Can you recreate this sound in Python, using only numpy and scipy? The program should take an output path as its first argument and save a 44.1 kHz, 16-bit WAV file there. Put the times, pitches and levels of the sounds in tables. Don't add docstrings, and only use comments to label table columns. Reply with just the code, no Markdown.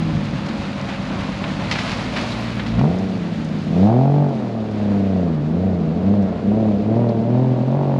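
import sys
import numpy as np
from scipy import signal
from scipy.fft import rfft, irfft
from scipy.io import wavfile
from scipy.ndimage import uniform_filter1d

SR = 44100
rng = np.random.default_rng(int(sys.argv[2]) if len(sys.argv) > 2 else 0)


def transcribe(u):
    v = np.clip(np.atleast_2d(u).T, -1, 1)
    q = np.round(v * 32767).astype(np.int16)
    wavfile.write(sys.argv[1], SR, q)


N = 352359
T = np.arange(N) / SR


# surplus of the low push, relative strength of the front in dB.
CYLINDERS = [(0.65, 6), (-0.76, -4), (0.18, -12), (0.59, 5.5), (-0.43, -1), (0.57, -9)]
# time in seconds, factor on those strengths.
FRONT_CONTRAST = [(2.8, 0.71), (3.5, 0.57), (3.8, 0.46), (3.92, 0.34), (4.02, 1.1), (4.15, .75),
                  (4.3, 0.76), (5, 0.89), (6.3, 0.48), (7.05, 0.7), (7.45, 0.75), (7.85, 2.5)]
# frequency in Hz, relative level in dB.
BURBLE_SPECTRUM = [(20, -54.5), (40, -44), (70, -30.5), (105, -7.5), (165, -5), (200, 1), (260, -5.5),
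                   (330, -11.5), (420, -27.5), (700, -31.5)]
CHUG_SPECTRUM = [(20, -47), (35, -37.5), (55, -17.5), (70, -3), (88, 4), (120, 2.5), (170, -8)]


def pickup(scatter=0.76, front_scatter_db=1.0, jitter_s=.00005, gas_db=-16, shut_gas_db=10, gas_turns=0.5):
    hz, load, boom_db, burble_db, bark_db = engine()
    turns = np.cumsum(uniform_filter1d(hz, size=1500) * (1 + 0.002 * walk(30))) / SR
    firings = np.flatnonzero(np.diff(np.floor(turns)))
    push, front_db = np.array(CYLINDERS)[np.arange(len(firings)) % len(CYLINDERS)].T
    erratic = np.minimum((94 / hz[firings]) ** 2, 2.2)
    chance = np.clip(rng.standard_normal((len(firings), 3)).T, -1.6, 1.6)
    push_error, time_error, front_error = chance * erratic
    uneven = clicks(firings, push + scatter * push_error)
    facing_kerb = np.interp(T, [1.8, 2.5, 3.1, 3.6], [.2, 1, 0.81, 0.96])
    chug = np.interp(hz, [80, 118], [.45, .03]) * (1 + 0.48 * load) * facing_kerb
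    burble = unit(colour(uneven, BURBLE_SPECTRUM)) + chug * unit(colour(uneven, CHUG_SPECTRUM))
    burble = steady(street(burble, wet=1.0, t60=0.4), size=4000) * undb(burble_db)
    contrast, = curves(FRONT_CONTRAST)
    arrivals = np.clip(firings + (jitter_s * SR * time_error).astype(int), 0, N - 1)
    fronts = steady(clicks(arrivals, undb(front_db * contrast[firings] + front_scatter_db * front_error)))
    puffs = unit(noise() * np.exp(-(turns % 1) / gas_turns))
    fronts += undb(gas_db + shut_gas_db * (1.5 - load)) * (100 / hz) * puffs
    wet = np.interp(T, [3, 4.3, 6], [.5, .5, .75])
    tailpipe = steady(street(bark(fronts, hz, load), wet, t60=.27), size=2400) * undb(bark_db)
    return boom(hz, turns) * undb(boom_db + .25 * walk(35)) + burble + tailpipe + cracks()


# time in seconds, firing rate in Hz.
ROLLING_RATE = [(0, 82), (.3, 72.2), (.6, 79.6), (1, 66), (1.3, 60), (2.1, 57.42), (2.55, 58.8)]
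REVVING_RATE = [(2.78, 56.36), (2.92, 89.66), (3.04, 95.86), (3.4, 79.1), (3.69, 76.65), (3.8, 91.85),
                (3.95, 121.6), (4.05, 138.3), (4.19, 147.1), (4.29, 142.2), (4.36, 130.2), (4.48, 117.2),
                (4.62, 108.8), (4.85, 103), (5.14, 94.7), (5.28, 84.24), (5.42, 71.4), (5.66, 96.4),
                (5.88, 77.46), (6.05, 95.25), (6.15, 103.6), (6.36, 86.5), (6.59, 112.4), (6.78, 98.5),
                (7.01, 120.1), (7.2, 112.1), (7.43, 130.1), (7.59, 123.5), (7.8, 143.8), (7.9, 139.5),
                (7.98, 135.7)]
# start, opening time and time until release in seconds, then boom and bark
# in dB before they sag.
PRESSES = [(-.05, 0.056, 0.22, -21, -54), (2.67, 0.18, 0.18, -13, -24), (2.93, 0.047, 0.19, -27, -37),
           (3.638, 0.19, 0.59, -13, -20.5), (4.6, 0.51, 0.62, -22.5, -26), (5.48, 0.085, 0.19, -26, -28.5),
           (6.011, 0.048, 0.23, -19, -30), (6.418, 0.099, 0.28, -16.5, -25.5),
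           (6.81, 0.11, 0.27, -18, -23.5), (7.221, 0.14, 0.29, -16.5, -29.5), (7.62, 0.1, 0.4, -22, -25.5)]
# time in seconds, then base levels in dB of boom, burble and bark (at 100 Hz).
COASTING = [(0, -33, -32, -38), (.3, -37, -28, -38), (.45, -28.5, -25.5, -41), (.8, -35.5, -38, -40),
            (1.8, -32, -40, -31), (2.25, -30.5, -33.5, -35), (2.55, -27.5, -29, -35),
            (3.4, -26, -26.5, -35), (4.38, -32, -23, -34), (4.55, -26.5, -28.5, -31.5),
            (5.27, -19, -26, -31.5), (5.42, -20, -26, -29.5), (5.9, -20, -24, -26.5),
            (6.37, -33.5, -25.5, -28), (7.2, -22, -22.5, -27.5), (8, -21, -23.5, -33)]


def engine(flywheel_s=0.034, boom_sag_db_per_s=3, bark_sag_db_per_s=10.5, bark_lag_s=0.038,
           stumble_db_per_octave=18.5, coast_db_per_octave=11, drone_hz=100.1, drone_width_hz=3.5):
    rate, = curves(list(ROLLING_RATE) + list(REVVING_RATE))
    hz = uniform_filter1d(rate, int(flywheel_s * SR))
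    octaves = np.log2(hz / 100)
    boom_gain = bark_gain = 0
    for start, opening, closes, boom_db, bark_db in PRESSES:
        age = T - start
        boom_held = undb(boom_db - boom_sag_db_per_s * np.clip(age, 0, closes))
        bark_held = undb(bark_db - bark_sag_db_per_s * np.clip(age - opening, 0, closes))
        boom_gain += boom_held * pedal(age, opening, closes, release=0.084)
        bark_gain += bark_held * pedal(age - bark_lag_s, opening, closes, release=0.1)
    burble_gain = boom_gain * undb(-18.5 - stumble_db_per_octave * np.maximum(octaves, -.6))
    coasting_db = curves(COASTING)
    coasting_db[2] += coast_db_per_octave * octaves
    gains = np.hypot([boom_gain, burble_gain, bark_gain], undb(coasting_db))
    boom_db, burble_db, bark_db = 20 * np.log10(gains)
    load = bark_gain / undb(bark_db)
    drone_db = 5 / (1 + ((hz - drone_hz) / drone_width_hz) ** 2)
    return hz, load, boom_db + drone_db, burble_db, bark_db


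def pedal(age, opening, closes, release):
    return np.clip(age / opening, 0, 1) * np.exp(-np.maximum(age - closes, 0) / release)


# frequency in Hz, relative gain in dB.
SILENCER = [(55, 0.5), (76, -22), (90, -2.5), (102, -5), (120, 1.5), (145, 5), (190, 4), (235, -0.5),
            (285, -6), (315, -8.5), (370, -6.5), (480, -20.5)]
# time in seconds, weights of first and third in dB.
ODD_ORDERS = [(0, -2, -4), (2.1, -1, -5.5), (2.4, -3, -12), (2.8, 0, -4.5), (3.2, -6.5, -1), (3.8, 0, 0.5),
              (4.5, 1, -1.5), (5.3, 0, 0), (5.7, 3, -2.5), (6.2, 0, -2.5), (6.6, -4.5, -1), (7, 2, 1),
              (7.3, 0, 0)]


def boom(hz, turns, dispersion=0.1579):
    orders = np.arange(1, 5)[:, None]
    gains = undb(response(orders * hz, SILENCER))
    gains[::2] *= undb(curves(ODD_ORDERS))
    waves = np.sqrt(2) * np.cos(2 * np.pi * (orders * turns + dispersion * orders ** 2))
    return np.sum(gains * waves, axis=0) / np.linalg.norm(gains, axis=0)


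# frequency in Hz, relative level in dB.
BARK_BRIGHT = [(200, -38), (380, 1), (480, 6), (570, 0), (680, 8), (870, -1), (1020, -13), (1250, -18),
               (1600, -29), (3000, -49.5)]
BARK_HOLLOW = [(200, -28), (300, -4), (390, 3.5), (455, -6), (520, 3.5), (590, 4), (680, 0), (760, -4),
               (860, -4.5), (1020, -9.5), (1250, -22.5), (1600, -27.5), (3000, -48.5)]
BARK_DULL = [(200, -19), (370, 0), (450, 6), (520, 0), (590, -1.5), (700, 1), (850, -24), (1050, -35),
             (1500, -36.5), (3000, -47)]


def bark(fronts, hz, load, echo=0.086, round_trip_s=0.005236):
    far = np.interp(T, [4.2, 4.5], [0, 1])
    distant = far * np.interp(hz, [100, 120, 136], [.85, .5, .08])
    shut = np.interp(load, [.55, .9], [.8, 0]) * (1 - far)
    slow = np.interp(hz, [95, 108], [.62, 0])
    dull = np.max([distant, shut, slow], axis=0)
    fronts = fronts + echo * np.interp(T - round_trip_s, T, fronts)
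    rasp = (1 - far) * sharpen(fronts, BARK_BRIGHT) + far * sharpen(fronts, BARK_HOLLOW)
    return (1 - dull) * rasp + dull * sharpen(fronts, BARK_DULL)


# start in seconds, level in dB.
CRACKS = [(2.813, -8), (2.842, -10.5), (2.857, -13), (3.874, -12), (3.901, -13), (3.927, -11),
          (6.139, -18.5), (6.328, -21), (6.522, -20), (6.55, -20), (6.687, -18.5), (6.864, -20), (7.1, -17)]


def cracks(ring_hz=750):
    return sum(undb(db) * burst(s, 0.001, 0.0008) * np.sin(2 * np.pi * ring_hz * (T - s))
               for s, db in CRACKS)


# start in seconds, level in dB.
THUDS = [(0.129, -11), (0.152, -10), (0.17, -11), (0.334, -13), (0.353, -12), (0.37, -17)]


def thuds(ring_hz=135):
    return sum(undb(db) * burst(s, 0.0036, 0.0039) * np.sin(2 * np.pi * ring_hz * (T - s))
               for s, db in THUDS)


# time in seconds, frequency in Hz, level in dB before the fade.
SALOON_TONE = [(1, 165, -33), (1.35, 158.5, -34), (1.6, 152, -32), (1.9, 152.2, -35), (2.2, 145, -38),
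               (3.1, 159.8, -51), (3.6, 196.1, -26), (4.2, 229.8, -37), (4.6, 234.3, -34)]


def saloon(exhaust_db=-34, tail_s=2.88, tail_width_s=0.9):
    hz, db = curves(SALOON_TONE)
    fade = np.interp(T, [.8, 1.1, 4.5, 5], [0, 1, 1, 0])
    tone = np.sqrt(2) * wavering(hz, depth=0.0072, rate=25.26) * fade * undb(db + 2 * walk(15))
    spectrum = [(60, -15.5), (115, 9.5), (160, -18), (290, -8), (400, -7.5), (560, -15.5)]
    rush = unit(colour(noise(), spectrum))
    return tone + rush * undb(exhaust_db) * np.exp(-((T - tail_s) / tail_width_s) ** 2)


# start in seconds, level in dB, rise and decay in seconds, power share of fine spray.
SPLASHES = [(.88, -31.5, 0.0097, 0.054, 0.16), (1.44, -23.5, 0.00092, 0.0064, 0.04),
            (1.712, -19, 0.0012, 0.021, 0.68), (1.752, -26.5, .004, 0.016, 0.1),
            (1.784, -22.5, 0.0037, 0.027, 0.27), (1.9, -31, .02, 0.038, .5),
            (2.16, -22, 0.0047, 0.036, 0.2), (2.594, -26, 0.0021, 0.017, 0.02),
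            (2.663, -31.5, 0.0016, 0.027, 0.7), (2.79, -30.5, 0.0035, 0.015, 0.06)]
# start in seconds, level in dB, pitch in Hz.
GRIT = [(0.462, -39, 4780), (0.487, -33, 4180), (2.038, -40, 5000), (2.319, -31.5, 4185),
        (2.985, -43, 5300), (3.445, -44, 5800), (4.603, -42, 3580), (4.712, -49, 5010), (6.222, -50, 5461),
        (7.089, -43, 4309), (7.21, -58, 5196)]


def splashes(mist_db=-59):
    heavy = [(300, -13), (700, 14.5), (1500, 15), (2500, 14), (4000, 6), (7000, -29), (10000, -35),
             (13000, -47)]
    light = [(700, -37), (2000, 14), (3500, 9), (5000, 8.5), (7000, -4), (10000, -23), (13000, -30)]
    swells = sum(undb(db) * np.sqrt([[1 - share], [share]]) * burst(s, rise, decay)
                 for s, db, rise, decay, share in SPLASHES)
    water = sum(swell * unit(colour(droplets(4500, 3.0), spectrum))
                for swell, spectrum in zip(swells, (heavy, light)))
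    ticks = 0
    for s, db, hz in GRIT:
        peak = [(hz / 3, -20), (hz / 1.34, -9), (hz, 0), (hz * 1.25, -10), (hz * 1.68, -21)]
        ticks += undb(db) * burst(s, 0.00083, 0.0088) * unit(colour(noise(), peak))
    fine = [(3000, -9), (6000, 0), (9000, -10), (12000, -11), (14000, -28)]
    mist = unit(colour(droplets(900, 5.4), fine)) * undb(mist_db) * burst(2.1, 0.22, 0.93)
    return water + ticks + mist


def droplets(rate, spread_db):
    hit = rng.random(N) < rate / SR
    return unit(hit * np.sign(noise()) * undb(spread_db * np.minimum(rng.exponential(size=N), 4.5)))


# time in seconds, level in dB.
ROAR_LEVEL = [(0, -33), (.8, -30.5), (1.5, -30.5), (1.85, -28), (2.25, -29), (2.5, -32), (3.3, -37),
              (5, -35.5), (8, -39)]
# frequency in Hz, relative level in dB.
TREAD_SPECTRUM = [(150, -14.5), (255, 10), (330, 2.5), (410, -7), (560, 0), (850, -3), (1200, -7.5),
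                  (1700, -14), (3000, -31)]
HISS_SPECTRUM = [(600, -14.5), (1100, 1.5), (1500, -0.5), (2500, -0.5), (3200, -5), (4200, -8.5),
                 (5200, -23), (7000, -24.5)]
SPRAY_SPECTRUM = [(2000, -14), (3500, 3.5), (4600, 4), (5600, -2), (7000, -7.5), (8400, -17),
                  (10000, -17.5), (11200, -27), (12500, -59.5)]


def tyres():
    hiss_db, spray_db = tyre_levels()
    roar_db, = curves(ROAR_LEVEL)
    close = np.interp(T, [0, 1.8, 2.7, 4, 8], [0.81, 0.76, 0.52, 0.37, 0.45])
    water_db = 0.6 * walk(22)
    roar = unit(colour(noise(), TREAD_SPECTRUM)) * undb(roar_db + 1.4 * walk(22))
    hiss = steady(colour(noise() + 1.24 * close * droplets(4000, 4.4), HISS_SPECTRUM))
    hiss *= undb(hiss_db + water_db + .5 * walk(50))
    spray = steady(colour(noise() + close * droplets(3000, 5.2), SPRAY_SPECTRUM))
    spray *= undb(spray_db + water_db + .5 * walk(46))
    return roar + hiss + spray


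# time in seconds, hiss in dB, spray in dB.
TRAFFIC_LEVELS = [(0, -39, -47), (1.4, -35, -45), (2.4, -34, -46.5), (2.95, -41, -50), (3.83, -41.5, -48.5),
                  (3.92, -45.5, -54), (4.65, -47, -54), (4.78, -43, -52), (5.4, -47.5, -55.5),
                  (8, -47, -56.5)]
SALOON_WHEELS = [(1.88, -33, -37.5), (2.26, -38.5, -38.5)]


def tyre_levels(half_width_s=0.15):
    power = undb(curves(TRAFFIC_LEVELS)) ** 2
    for s, *db in SALOON_WHEELS:
        power += (undb(db)[:, None] / (1 + ((T - s) / half_width_s) ** 2)) ** 2
    return 10 * np.log10(power)


# frequency in Hz, relative level in dB.
IDLE_LINES = [(50.5, -47), (100.5, -41.5), (188, -35.5), (200, -34), (561, -45)]
# time in seconds, gain in dB.
IDLE_GAIN = [(0, 2), (1.6, 2.5), (2.4, -5), (4, -7.5), (6, -22.5), (8, -19)]


def idler(rumble_db=-38):
    gain_db, = curves(IDLE_GAIN)
    lines = sum(undb(db + 0.37 * walk(22)) * wavering(hz, depth=.009, rate=20) for hz, db in IDLE_LINES)
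    spectrum = [(30, -23.5), (52, -7.5), (70, -3.5), (86, -0.5), (125, 0), (170, -18.5)]
    rumble = unit(colour(noise(), spectrum))
    return (np.sqrt(2) * lines + undb(rumble_db) * rumble) * undb(gain_db)


# frequency in Hz, relative level in dB.
TOWN_SPECTRUM = [(20, -40), (40, -22), (60, -6.5), (110, 0.5), (200, -2), (400, -14), (1000, -31.5)]


def town(level_db=-37.5):
    return unit(colour(noise(), TOWN_SPECTRUM)) * undb(level_db + 2 * walk(2))


def street(x, wet, t60):
    tail = rng.standard_normal(SR) * undb(-60 * T[:SR] / t60) * (T[:SR] > .003)
    return (x + wet * signal.fftconvolve(x, tail / np.linalg.norm(tail))[:N]) / np.sqrt(1 + wet ** 2)


def undb(db):
    return 10 ** (np.asarray(db) / 20)


def unit(x):
    return x / np.sqrt(np.mean(x ** 2))


def steady(x, size=6000):
    return x / np.sqrt(uniform_filter1d(uniform_filter1d(x ** 2, size), size) + 1e-12)


def curves(table):
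    s, *columns = np.transpose(table)
    return [np.interp(T, s, c) for c in columns]


def response(hz, points):
    f, db = np.transpose(points)
    return np.interp(np.log(hz + 1), np.log(f), db) - 30 * np.log2(np.maximum(hz / f[-1], 1))


def impulse_response(points, trailing, size):
    cepstrum = irfft(np.log(undb(response(np.arange(size // 2 + 1) * SR / size, points))))
    cepstrum[1:size // 2] *= 1 + trailing
    cepstrum[size // 2 + 1:] *= 1 - trailing
    return irfft(np.exp(rfft(cepstrum)))


def colour(x, points, size=8192):
    return signal.fftconvolve(x, impulse_response(points, 1, size))[:N]


def sharpen(x, points, trailing=0.28, size=8192):
    kernel = np.roll(impulse_response(points, trailing, size), size // 2)
    return unit(signal.fftconvolve(x, kernel, "same"))


def noise():
    return rng.standard_normal(N)


def walk(rate):
    k = max(int(SR / rate), 2)
    return unit(uniform_filter1d(np.repeat(rng.standard_normal(N // k + 1), k), k)[:N])


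def wavering(hz, depth, rate):
    return np.sin(2 * np.pi * np.cumsum(hz * (1 + depth * walk(rate))) / SR)


def burst(s, rise, decay):
    age = np.maximum(T - s, 0)
    return np.minimum(age / rise, 1) * np.exp(-np.maximum(age - rise, 0) / decay)


def clicks(at, sizes):
    return np.bincount(at, sizes, N)


def scene():
    return (pickup() + thuds() + saloon() + splashes() + tyres() + idler() + town())[None]


def record(dry, top_hz=13500):
    return signal.sosfilt(signal.ellip(8, .2, 70, top_hz, fs=SR, output="sos"), dry)


dry = scene()
out = record(dry)
transcribe(out)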